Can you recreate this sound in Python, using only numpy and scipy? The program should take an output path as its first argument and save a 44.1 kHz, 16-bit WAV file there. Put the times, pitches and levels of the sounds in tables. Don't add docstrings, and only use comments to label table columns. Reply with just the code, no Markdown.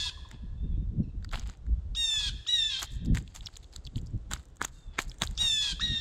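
import sys
import numpy as np
from scipy import signal
from scipy.fft import rfft, irfft, next_fast_len
from scipy.io import wavfile
from scipy.ndimage import uniform_filter1d

SR = 44100
rng = np.random.default_rng(int(sys.argv[2]) if len(sys.argv) > 2 else 0)


def linear_from_db(decibels):
    return 10 ** (np.asarray(decibels, float) / 20)


def dump(signal):
    limited = np.clip(np.atleast_2d(signal).T, -1, 1)
    pcm = np.round(limited * 32767).astype(np.int16)
    wavfile.write(sys.argv[1], SR, pcm)


N = 264908

# (frequency [Hz], level [dB])
AIR_COLOUR = [(150, -41), (250, -2), (460, -6), (1000, -15), (1700, -20.5), (2300, -25.5), (3600, -21.5),
              (4500, -27), (7700, -30), (9300, -38), (16000, -71.5)]
# (time [s], level [dB])
HUSH_DRIFT = [(0, 0), (.9, -4), (1.799, -2.5), (2.6, -6), (4.199, -3), (6.01, 2.5)]
# (frequency [Hz], time to fall 60 dB [s])
WOODS_RING = [(900, 2.3), (3500, 0.99), (7000, 0.78), (12000, 1.06)]
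WOODS_DB = -15

# (start [s], end [s], level [dB], start pitch [Hz], end pitch [Hz])
FAR_CALLS = [
    (0.57, 0.66, -82, 875, 906),
    (0.662, 0.764, -80.5, 922, 795),
    (0.74, 0.85, -88.5, 918, 897),
    (4.723, 5.018, -82, 936, 807),
]
# (start [s], end [s], level [dB], start pitch [Hz], end pitch [Hz])
FAR_CHIPS = [
    (1.026, 1.06, -65.5, 1470, 1235),
    (1.083, 1.106, -68, 1440, 1260),
    (1.15, 1.18, -100, 1310, 1150),
]
# (start [s], end [s], level [dB], start pitch [Hz], end pitch [Hz])
SOFT_CLUCKS = [
    (0.05, 0.078, -53, 1105, 977),
    (0.11, 0.131, -58.5, 1165, 960),
    (0.173, 0.194, -57.5, 1137, 1058),
    (0.248, 0.263, -57.5, 1190, 1006),
    (0.316, 0.347, -67, 960, 926),
    (5.135, 5.203, -79, 8600, 9500),
]

# (time [s], rumble level [dB])
WIND_LEVEL = [(0, -35.5), (.25, -44), (.75, -26.5), (1.1, -35.5), (1.49, -33), (1.59, -48.5), (1.69, -26),
              (1.94, -34), (2.06, -48), (2.32, -30.5), (2.49, -47), (3.05, -35), (3.29, -43), (3.81, -45),
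              (4.12, -31), (4.57, -46), (5.29, -35.5), (6.01, -42)]
# (frequency [Hz], level [dB])
RUMBLE_COLOUR = [(12, -40), (25, -1), (60, 0), (100, -10.5), (200, -24.5), (400, -89), (1500, -140)]
# (frequency [Hz], level [dB])
BUFFET_COLOUR = [(50, -21.5), (110, 5), (220, -3.5), (330, -16), (500, -29.5), (900, -54), (3000, -140)]
# (time [s],
# peak level [dB], half length [s])
WIND_PUFFS = [(0.347, -38.5, 0.0094), (0.445, -37.5, 0.0093), (0.52, -53, 0.014), (0.65, -30.5, 0.012),
              (0.733, -36, 0.011), (0.783, -30, 0.0056), (0.827, -36, 0.012), (0.929, -34, 0.018),
              (0.999, -18.5, 0.014), (1.079, -38.5, 0.011), (1.149, -38.5, 0.0089), (1.285, -38, 0.012),
              (1.389, -37.5, 0.0093), (1.49, -39.5, 0.0058), (1.702, -35, 0.011), (1.906, -56, 0.01),
              (2.281, -44, 0.0097), (2.349, -38.5, 0.01), (2.926, -36, 0.0057), (3.029, -42, 0.0043),
              (3.073, -34, 0.0023), (3.118, -19.5, 0.034), (3.875, -44, 0.0076), (3.968, -25.5, 0.0094),
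              (4.027, -38.5, 0.024), (4.149, -27.5, 0.011), (4.324, -39, 0.02), (4.63, -45.5, 0.016),
              (4.994, -49, 0.012), (5.226, -30, 0.0038), (5.431, -39.5, 0.017), (5.554, -43.5, 0.012),
              (5.732, -39, 0.0085), (5.835, -41, 0.019), (5.913, -31.5, 0.024), (5.994, -50, 0.0097)]

# (start [s], length [s], dull scrape [dB], bright crackle [dB])
SHELL_MOVES = [(0.301, 0.08, -57, -69.5), (1.321, 0.11, -42.5, -53.5), (1.415, 0.049, -58, -64),
               (1.454, 0.12, -55.5, -63), (2.814, 0.054, -40.5, -40.5), (2.789, 0.032, -44.5, -47.5),
               (2.9, 0.11, -80, -59.5), (3.056, 0.012, -56, -55.5), (3.142, 0.082, -46.5, -53),
               (2.102, 0.018, -51.5, -83), (2.127, 0.071, -51, -61.5), (5.831, 0.024, -49, -51.5),
               (5.869, 0.022, -51, -55), (3.185, 1.25, -73, -71), (3.343, 0.061, -53.5, -53),
               (3.416, 0.096, -60.5, -72), (3.519, 0.091, -68.5, -71), (3.627, 0.023, -64, -67),
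               (3.723, 0.076, -66.5, -64.5), (3.841, 0.044, -87, -73), (3.963, 0.041, -60, -58),
               (4.057, 0.03, -99, -66), (4.708, 0.24, -94, -66.5), (4.303, 0.08, -46, -58),
               (4.319, 0.14, -59, -62), (4.609, 0.07, -44, -52), (4.674, 0.031, -58, -59.5),
               (4.925, 0.21, -61.5, -75), (4.982, 0.055, -41, -43), (5.03, 0.044, -58, -60.5),
               (5.07, 0.11, -83, -61.5), (5.217, 0.048, -40.5, -43.5), (5.257, 0.23, -63.5, -66),
               (5.393, 0.12, -43.5, -66)]
# (frequency [Hz], level [dB])
SCRAPE_COLOUR = [(180, -31), (300, -21.5), (788, 5), (1100, 0.5), (2650, -1), (3350, 0.5), (5000, -3.5),
                 (6500, -31.5), (11000, -120)]
# (frequency [Hz], level [dB])
CRACKLE_COLOUR = [(2500, -24), (3500, -8), (4500, 0), (5800, -5), (7800, -3), (9300, -26), (16000, -50)]
# (frequency [Hz], level [dB])
WHOLE_SHELLS = [(5000, -5), (6500, -25)]
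# (frequency [Hz], level [dB])
THIN_SPLINTERS = [(5000, -20), (6500, 0)]
# (frequency [Hz], level [dB])
SPLINTER_COLOUR = [(8000, -29), (10000, -4), (12000, -6), (16000, -21.5)]

# (time [s], knock peak [dB], snap against knock [dB], knock pitch [Hz])
HARD_PECKS = [
    (1.3351, -22, -19.5, 1500),
    (3.1554, -34, 3, 1700),
    (3.1725, -22.5, -3.5, 1840),
    (4.314, -25.5, 1, 1300),
    (4.6161, -15, -11, 1506),
    (4.6481, -24, 2, 1390),
    (4.99, -8.5, -11.5, 1930),
    (5.22, -12, -3.5, 1440),
]
# (time [s], knock peak [dB], snap against knock [dB])
TRAY_KNOCKS = [(0.314, -35, -2), (1.226, -53.5, -3), (1.2473, -34, -6.5), (1.3163, -44, 2),
               (1.3284, -36, -15), (1.3435, -24, -24), (1.356, -35, -6), (1.537, -44, -10.5),
               (3.487, -41.5, -10), (3.149, -30, 0), (5.144, -49, -3), (1.3747, -39, -14.5),
               (1.3963, -44.5, 13.5), (1.498, -36, -1), (1.666, -49, -7.5), (2.829, -41, 22),
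               (2.84, -40, 9), (2.8309, -26.5, 1), (2.823, -26, -10), (2.8197, -33, -6), (2.834, -38, -12),
               (3.1841, -35, 3), (3.3614, -35, 5), (4.321, -32, 1), (4.323, -29.5, -20), (4.311, -37, -8.5),
               (4.3352, -22.5, 6), (4.3636, -30.5, -36), (4.396, -49, 1), (4.437, -55, -2),
               (4.946, -55.5, -17), (5.0222, -47, 19), (5.2345, -21.5, 1), (5.2516, -49, 16),
               (5.2669, -43, 10)]
# (time [s],
# tick peak [dB], pitch [Hz])
SHELL_TICKS = [(1.246, -33, 4150), (1.228, -54, 3870), (1.313, -38.5, 3900), (1.339, -33, 3300),
               (1.357, -31, 3400), (1.375, -38, 3230), (1.2918, -39.5, 3850), (1.3443, -32, 3460),
               (1.4374, -42, 3210), (2.4513, -50, 3000), (3.06, -42, 4610), (3.2773, -34, 3470),
               (3.4085, -37.5, 3680), (3.4602, -28, 5200), (3.468, -26, 4660), (3.471, -25, 3370),
               (3.539, -41, 4460), (3.557, -38, 4360), (3.5669, -33, 3500), (3.6324, -42.5, 4330),
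               (3.644, -41, 3760), (3.7283, -44, 4550), (3.736, -40.5, 4400), (3.762, -29.5, 4050),
               (3.852, -35.5, 4680), (3.867, -33, 4000), (3.8721, -29, 3660), (3.9586, -32, 3840),
               (3.9814, -35.5, 3500), (3.988, -43, 4110), (4.07, -42.5, 4990), (5.097, -32.5, 5130),
               (5.1163, -31.5, 3560), (5.2385, -27, 5140), (5.488, -40, 4600), (5.585, -29, 4700),
               (5.592, -35, 4530), (4.374, -42, 5560), (5.2737, -27.5, 3940), (5.353, -47, 4790),
               (5.3775, -22, 5000), (5.2202, -14, 3510), (2.447, -47.5, 4150), (4.683, -43, 3450),
               (1.95, -38.5, 4750)]
# (time [s], snap peak [dB])
EDGE_SNAPS = [(0.289, -47.5), (1.474, -37), (1.573, -51), (2.852, -39), (2.939, -46), (2.958, -45),
              (3.0493, -36.5), (3.225, -45.5), (3.349, -43.5), (3.354, -70), (3.5703, -31.5), (3.763, -28),
              (4.015, -47), (4.108, -57), (4.177, -55.5), (4.455, -46.5), (4.43, -51.5), (4.486, -56),
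              (4.502, -57), (4.559, -48.5), (5.283, -45.5), (4.569, -41), (4.6255, -25), (4.6265, -30),
              (4.6417, -32), (4.643, -39), (4.646, -28), (4.6503, -16), (4.787, -50), (5.0181, -26),
              (4.9962, -31), (4.9935, -37), (5.2395, -28), (5.271, -44), (5.03, -38), (5.143, -45),
              (5.185, -41), (5.202, -43), (5.2435, -33), (5.3104, -36), (5.325, -50)]
KNOCK_HZ, KNOCK_WIDTH_HZ = 1500, 1600
SHELL_HZ = 3460

# (time [s], effort [dB], pitch [Hz])
NEAR_CALLS = [
    [(0, -30.5, 855), (.086, -34, 831), (.1, -37, 734)],
    [(1.948, -34.5, 957), (1.96, -38, 924), (1.974, -29, 942), (2.016, -26, 925.6), (2.09, -28, 897),
     (2.18, -28, 860.6), (2.286, -30.5, 810.4), (2.302, -39, 692)],
    [(2.463, -40, 983), (2.48, -30, 943), (2.497, -27, 973), (2.545, -24.5, 960), (2.625, -26.5, 892),
     (2.685, -30.5, 876), (2.76, -32.5, 776), (2.815, -37.5, 824)],
    [(5.3745, -35.5, 918), (5.39, -32.5, 950), (5.413, -24, 954.5), (5.523, -26, 884), (5.6, -28, 858),
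     (5.63, -27, 850.6), (5.722, -30.5, 794), (5.736, -43, 741)],
    [(5.795, -37.5, 933), (5.812, -21.5, 965), (5.826, -29, 962.4), (5.889, -29.5, 938.3),
     (6.01, -30.5, 901)],
]
# (multiple of the pitch [count], level [dB])
VOICE_PARTIALS = [(1, -32.5), (2, -31.5), (3, -13.5), (4, -2), (5, -22), (6, -17), (7, -19), (8, -22),
                  (9, -26), (10, -30.5), (11, -42.5), (12, -49.5), (13, -45), (14, -47.5), (15, -55),
                  (16, -63), (17, -61)]
USUAL_HZ = 860
# (frequency [Hz], level [dB])
BREATH_COLOUR = [(700, -23), (1000, -6), (2400, -15.5), (3500, 4.5), (4400, 10), (5800, -6.5), (7000, -4),
                 (9500, -13), (12300, -33.5), (16000, -84)]
# (odd partials [dB], brightness [dB per partial], second partial [dB])
CALL_TIMBRE = [(-6, 1.77, 19.5), (-2.5, 1.48, 20.5), (-5, 0.5, 18.5), (-3, 1.47, 20.5), (-6, -1, 21)]
# (pitch [Hz], level [dB], strong-weak cycles at the start [0-1])
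OTHER_HALF = [(990, -27.5, 0.02), (965, -26, 0.02), (1049, -20, 0.08), (960, -24.5, .05), (1030, -24, 0.04)]
MIXED_LINES = [(2, 2), (4, 1), (6, -1), (2, 1), (4, 2), (6, 1)]
MIXED_LINES_DB = [-10, -15, -19, -17, -19.5, -25]
# (mixed lines [dB], breath [dB], flutter [0-1], smear [turns])
CALL_GRIT = [(3, 5.5, 0, .0005), (0, 4.5, 0, 0.00044), (5, 1.5, 0.27, 0.0033), (-2.5, 4, 0, 0.0019),
             (-6, 16, 0.13, 0.011)]
CRACK_TIMES = [-.03, 2.18, 2.69, 5.602, 6.05]
# (spring time against the usual [ratio], falter of the fourth partial [dB])
CALL_SCOOPS = [(1, 0), (1, 0), (.9, -5), (1, 0), (1.45, -22)]
SECOND_GROWTH = [0.1, 34, 8.8, 37, 1.5]

# (frequency [Hz], level [dB])
BAND_LIMIT = [(15850, 0), (16500, -40)]
# (frequency [Hz], level [dB])
SIDE_LEVEL = [(50, -68), (800, -27), (1500, -33), (3500, -47.5), (6000, -33), (9000, -28), (13000, -2)]


def evened(x):
    return x / np.sqrt(np.mean(x ** 2) + 1e-20)


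def read(points, hz):
    f, value = np.transpose(points)
    return np.interp(np.log(hz + 1), np.log(f + 1), value)


def coloured(x, points):
    size = next_fast_len(len(x))
    gain = linear_from_db(read(points, np.fft.rfftfreq(size, 1 / SR)))
    return irfft(rfft(x, size) * gain, size)[:len(x)]


def shaped(loudness, x, points):
    return loudness * evened(coloured(x, points))


def wander(size, hz):
    return evened(coloured(rng.standard_normal(size), [(hz, 0), (2 * hz, -30), (4 * hz, -200)]))


def add(mix, s, sound):
    part = mix[round(s * SR):][:len(sound)]
    part += sound[:len(part)]


def air():
    drift_db = np.interp(np.arange(N) / SR, *np.transpose(HUSH_DRIFT))
    return shaped(linear_from_db(-64 + drift_db + 1.3 * wander(N, 1.0)), rng.standard_normal(N), AIR_COLOUR)


def woods(x):
    hz, t, z = signal.stft(rng.standard_normal(2 * SR), SR, nperseg=256)
    decay = linear_from_db(-60 * t / read(WOODS_RING, hz)[:, None])
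    tail = signal.istft(z * decay, SR, nperseg=256)[1]
    t = np.arange(len(tail)) / SR
    tail = tail * np.clip(t / 0.013, 0, 1)
    near = rng.standard_normal(len(t)) * linear_from_db(-60 * t / 0.13) * (t > .003)
    both = linear_from_db(WOODS_DB) * tail / np.linalg.norm(tail) + linear_from_db(-9.5) * near / np.linalg.norm(near)
    return signal.fftconvolve(x, both)[:len(x)]


def far_note(row, partials, bend):
    t0, t1, db, hz0, hz1 = row
    u = np.linspace(0, 1, round((t1 - t0) * SR))
    turns = np.cumsum(hz1 + (hz0 - hz1) * (1 - u) ** bend) / SR
    tone = np.zeros(len(u))
    for k, partial_db in partials:
        tone += linear_from_db(partial_db) * (1 + 0.56 * wander(len(u), 40)) * np.cos(2 * np.pi * k * turns)
    return t0, linear_from_db(db) * np.sqrt(2) * tone * signal.windows.tukey(len(u), .3)


def wind():
    eddies = wander(N, 14.7)
    rumble = evened(coloured(rng.standard_normal(N) * linear_from_db(3.5 * eddies), RUMBLE_COLOUR))
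    buffet = evened(coloured(rng.standard_normal(N) * linear_from_db(4.5 * eddies), BUFFET_COLOUR))
    t = np.arange(N) / SR
    wind_db = np.interp(t, *np.transpose(WIND_LEVEL))
    puffs = sum(linear_from_db(db - 7 * abs(t - s) / half_s) for s, db, half_s in WIND_PUFFS)
    jet = coloured(rng.standard_normal(N), BUFFET_COLOUR)
    jet = jet / np.sqrt(uniform_filter1d(jet ** 2, size=1100) + 1e-12)
    steady = linear_from_db(wind_db - 4.0) * rumble + linear_from_db(-58.5 + 0.76 * (wind_db + 35)) * buffet
    return steady + puffs * (0.47 * rumble + 0.67 * jet)


def grains(per_s, spread_db):
    size = linear_from_db(spread_db * np.minimum(rng.exponential(1, N), 3)) * (rng.random(N) < per_s / SR)
    return evened(size * rng.standard_normal(N)) + 0.11 * rng.standard_normal(N)


def shuffle():
    dull, bright = np.zeros((2, N))
    for s, length, dull_db, bright_db in SHELL_MOVES:
        u = np.linspace(0, 1, round(length * SR))
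        shape = np.minimum(12 * u, 1) * np.cos(np.pi * u / 2) * linear_from_db(-5 * u)
        add(dull, s, linear_from_db(dull_db) * shape)
        add(bright, s, linear_from_db(bright_db) * shape)
    cracks = grains(3500, 3.7)
    hard = bright * linear_from_db(-11) * np.minimum(bright / linear_from_db(-60), 1)
    crackle = coloured(grains(900, 3.0), WHOLE_SHELLS) + coloured(cracks, THIN_SPLINTERS)
    sound = shaped(dull, grains(1700, 4.6), SCRAPE_COLOUR)
    sound += shaped(bright, crackle, CRACKLE_COLOUR)
    return sound + shaped(hard, cracks, SPLINTER_COLOUR)


def ring(hz, width_hz, chance):
    t = np.arange(500) / SR
    u = np.pi * width_hz * (t - .001) * np.exp(.1 * chance[1])
    loudness = np.exp(np.where(u < 0, -.3 * u ** 2, 1 - np.sqrt(1 + .5 * u ** 2)))
    return loudness * np.sin(2 * np.pi * hz * t + 6 * chance[2])


def tap_rows():
    knocks = [(*row, KNOCK_HZ) for row in TRAY_KNOCKS]
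    for s, db, snap, hz in HARD_PECKS:
        knocks.append((s, db, snap, hz))
        knocks.append((s - .0042, db - 15, snap - 6, hz))
        knocks.append((s + .0046, db - 14, snap - 6, hz))
    rows = [(s, db, hz, db - 4 + 0.75 * snap, SHELL_HZ, db + snap) for s, db, snap, hz in knocks]
    rows += [(s, db - 27, KNOCK_HZ, db, hz, db - 12.5) for s, db, hz in SHELL_TICKS]
    return rows + [(s, db - 16, KNOCK_HZ, db - 14.5, SHELL_HZ, db) for s, db in EDGE_SNAPS]


def taps():
    out, rows = np.zeros(N), tap_rows()
    chances = rng.standard_normal((len(rows), 104, 3))
    rattle_decay = linear_from_db(-60 * np.arange(300) / SR / .012)
    for (s, knock_db, knock_hz, tick_db, tick_hz, snap_db), chance in zip(rows, chances):
        a, b, c, d = chance[:4]
        rattle = .14 * chance[4:].ravel() * rattle_decay
        rattle[0] = 1
        spread = np.exp(.04 * chance[:, 0])
        tap = linear_from_db(knock_db) * ring(knock_hz * spread[0], KNOCK_WIDTH_HZ, a)
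        tap += linear_from_db(tick_db) * ring(tick_hz * spread[1], 1900, b)
        tap += linear_from_db(snap_db) * ring(7100 * spread[2], 3300, c)
        tap += linear_from_db(snap_db - 18 + 2.5 * d[0]) * ring(12200, 2500, d)
        tap += linear_from_db(knock_db - 16) * ring(300, 230, d) * signal.windows.tukey(len(tap), .2)
        tap[44] += linear_from_db(snap_db - 8)
        add(out, s - .001, np.convolve(tap, rattle / np.linalg.norm(rattle)))
    return out


def smeared(x):
    t = np.arange(900) / SR
    ahead = rng.standard_normal(len(t)) * linear_from_db(-60 * t / .05)
    hiss = signal.fftconvolve(x, ahead[::-1] / np.linalg.norm(ahead))[len(t) - 1:]
    return x + linear_from_db(-17) * hiss


def call_pitch(t, hz, spring):
    hz = uniform_filter1d(hz, size=400, mode="nearest")
    started_here = t[0] > 0
    return hz * (1 - .345 * started_here * np.exp(-np.maximum(t - t[0] - .004, 0) / .0058 / spring))


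def breath(turns):
    size = len(turns)
    bursts = linear_from_db(wander(size, 120)) * (0.18 + np.exp(-(turns % 1) / 0.77))
    return evened(coloured(bursts * rng.standard_normal(size), BREATH_COLOUR))


def call(rows, crack_s, timbre, other_half, grit, scoop, second_per_s):
    odd_db, bright_db, second_db = timbre
    other_hz, other_db, uneven = other_half
    mixes_db, breath_db, flutters, smear = grit
    spring, falter_depth_db = scoop
    s, *columns = np.transpose(rows)
    t = np.arange(s[0], s[-1], 1 / SR)
    size = len(t)
    effort_db, hz = (np.interp(t, s, c) for c in columns)
    hz = call_pitch(t, hz, spring)
    falter_db = falter_depth_db * np.exp(-((t - s[0] - .013) / .007) ** 2)

    clear = .05
    cracked = np.maximum(t - crack_s, 0)
    hoarse = np.clip(clear + .55 * np.minimum(cracked / .018, 1) + 2.6 * cracked, 0, 1)
    half = .8 * cracked + uneven * np.clip(1.6 - (t - t[0]) / .06, 0, 1)
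    second_db = second_db + second_per_s * (t - s[-1]) + 55 * np.clip(1 - hz / USUAL_HZ - .07, 0, 1)
    shut = np.clip(1 - hz / np.max(hz) - .04, 0, 1) * (t < t[0] + .05)

    turns = np.cumsum(hz * (1 + (.0006 + .0025 * hoarse) * wander(size, 150))) / SR
    turns = turns + (smear + .0065 * hoarse ** 2) * wander(size, 400)
    other = np.cumsum(other_hz * (1 + .004 * wander(size, 40))) / SR
    beat = 2 * np.pi * (other - turns)
    voice = linear_from_db(other_db) * hoarse * (.55 * np.cos(2 * np.pi * other) + np.cos(4 * np.pi * other))
    for (a, b), db in zip(MIXED_LINES, MIXED_LINES_DB):
        strength = linear_from_db(db + mixes_db) * (hoarse - clear) * (1 + .5 * wander(size, 86))
        voice += strength * np.cos(2 * np.pi * (a * turns + b * other))

    grain = .55 * hoarse ** 2 * wander(size, 350)
    throat = [(k * USUAL_HZ, db) for k, db in VOICE_PARTIALS]
    for k, db in VOICE_PARTIALS:
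        odd = k % 2
        level_db = 0.9 * read(throat, k * np.minimum(hz, USUAL_HZ)) + 0.27 * db + odd_db * odd
        level_db = level_db + (bright_db - .5 * hoarse ** 2) * max(k - 4, 0)
        level_db = level_db + second_db * (k == 2) + falter_db * (k == 4)
        level_db = level_db + 6 * np.exp(-((k * hz - 7020) / 250) ** 2)
        level_db = level_db + shut * (-80 * odd + 30 * (k in (6, 8)) - 30 * (k > 8) - 15 * (k == 4))
        flutter = 1 + (flutters + .22 * odd + 0.06 * hoarse + .7 * half) * wander(size, 60)
        flutter = flutter + grain * (k > 4) + .3 * grain * (k > 2)
        depth = hoarse * min(k / 4, 1.5) * (k > 2) * linear_from_db(.5 * (other_db + 11))
        shake = .85 * depth * np.sin(beat) + 2 * np.pi * rng.random()
        wave = np.cos(2 * np.pi * k * turns + shake)
        voice += linear_from_db(level_db) * flutter * (1 + .6 * depth * np.cos(beat)) * wave
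    for k in range(18, 23):
        voice += linear_from_db(-59 + 4.3 * bright_db) * (1 - hoarse) * np.cos(2 * np.pi * (32000 * t - k * turns))

    voice *= 1 + half * (.5 * np.cos(np.pi * turns) + np.cos(3 * np.pi * turns))
    sound = np.sqrt(2) * (1 - .2 * hoarse) * voice
    sound += linear_from_db(breath_db) * (.25 * hoarse ** 1.5) * breath(turns)
    return s[0], linear_from_db(effort_db) * sound * signal.windows.tukey(size, .02)


def scene():
    lead = .3
    birds, distant = np.zeros((2, N + round(lead * SR)))
    _, earlier = call(NEAR_CALLS[1], CRACK_TIMES[1], CALL_TIMBRE[0], OTHER_HALF[0], CALL_GRIT[1],
                      CALL_SCOOPS[1], SECOND_GROWTH[0])
    add(birds, 0, earlier[:round(lead * SR)] * linear_from_db(-3.5))
    settings = zip(NEAR_CALLS, CRACK_TIMES, CALL_TIMBRE, OTHER_HALF, CALL_GRIT, CALL_SCOOPS, SECOND_GROWTH)
    near = [call(*one) for one in settings]
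    near += [far_note(row, [(0.95, 0.018)], 0.99) for row in SOFT_CLUCKS]
    far = [far_note(row, [(2, -22.0), (3, -1), (4, 9)], .75) for row in FAR_CALLS]
    far += [far_note(row, [(2, -10), (3, -10.0), (4, -18)], 1.4) for row in FAR_CHIPS]
    for s, sound in near:
        add(birds, s + lead, sound)
    for s, sound in far:
        add(distant, s + lead, sound)
    calls = birds + distant + woods(birds + linear_from_db(7) * distant)
    tray = smeared(taps()) + shuffle()
    tray_echo = linear_from_db(-32.5 - WOODS_DB) * woods(tray)
    mono = calls[-N:] + tray + tray_echo + wind() + air()
    return np.array([mono, mono])


def band_limit(x):
    return signal.sosfilt(signal.butter(12, 16410, fs=SR, output="sos"), x)


def record(dry):
    middle = coloured(dry[0], BAND_LIMIT)
    side = coloured(middle, SIDE_LEVEL) * (wander(N, 210) - .4)
    return band_limit(np.array([middle + side, middle - side]))


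dry = scene()
out = record(dry)
dump(out)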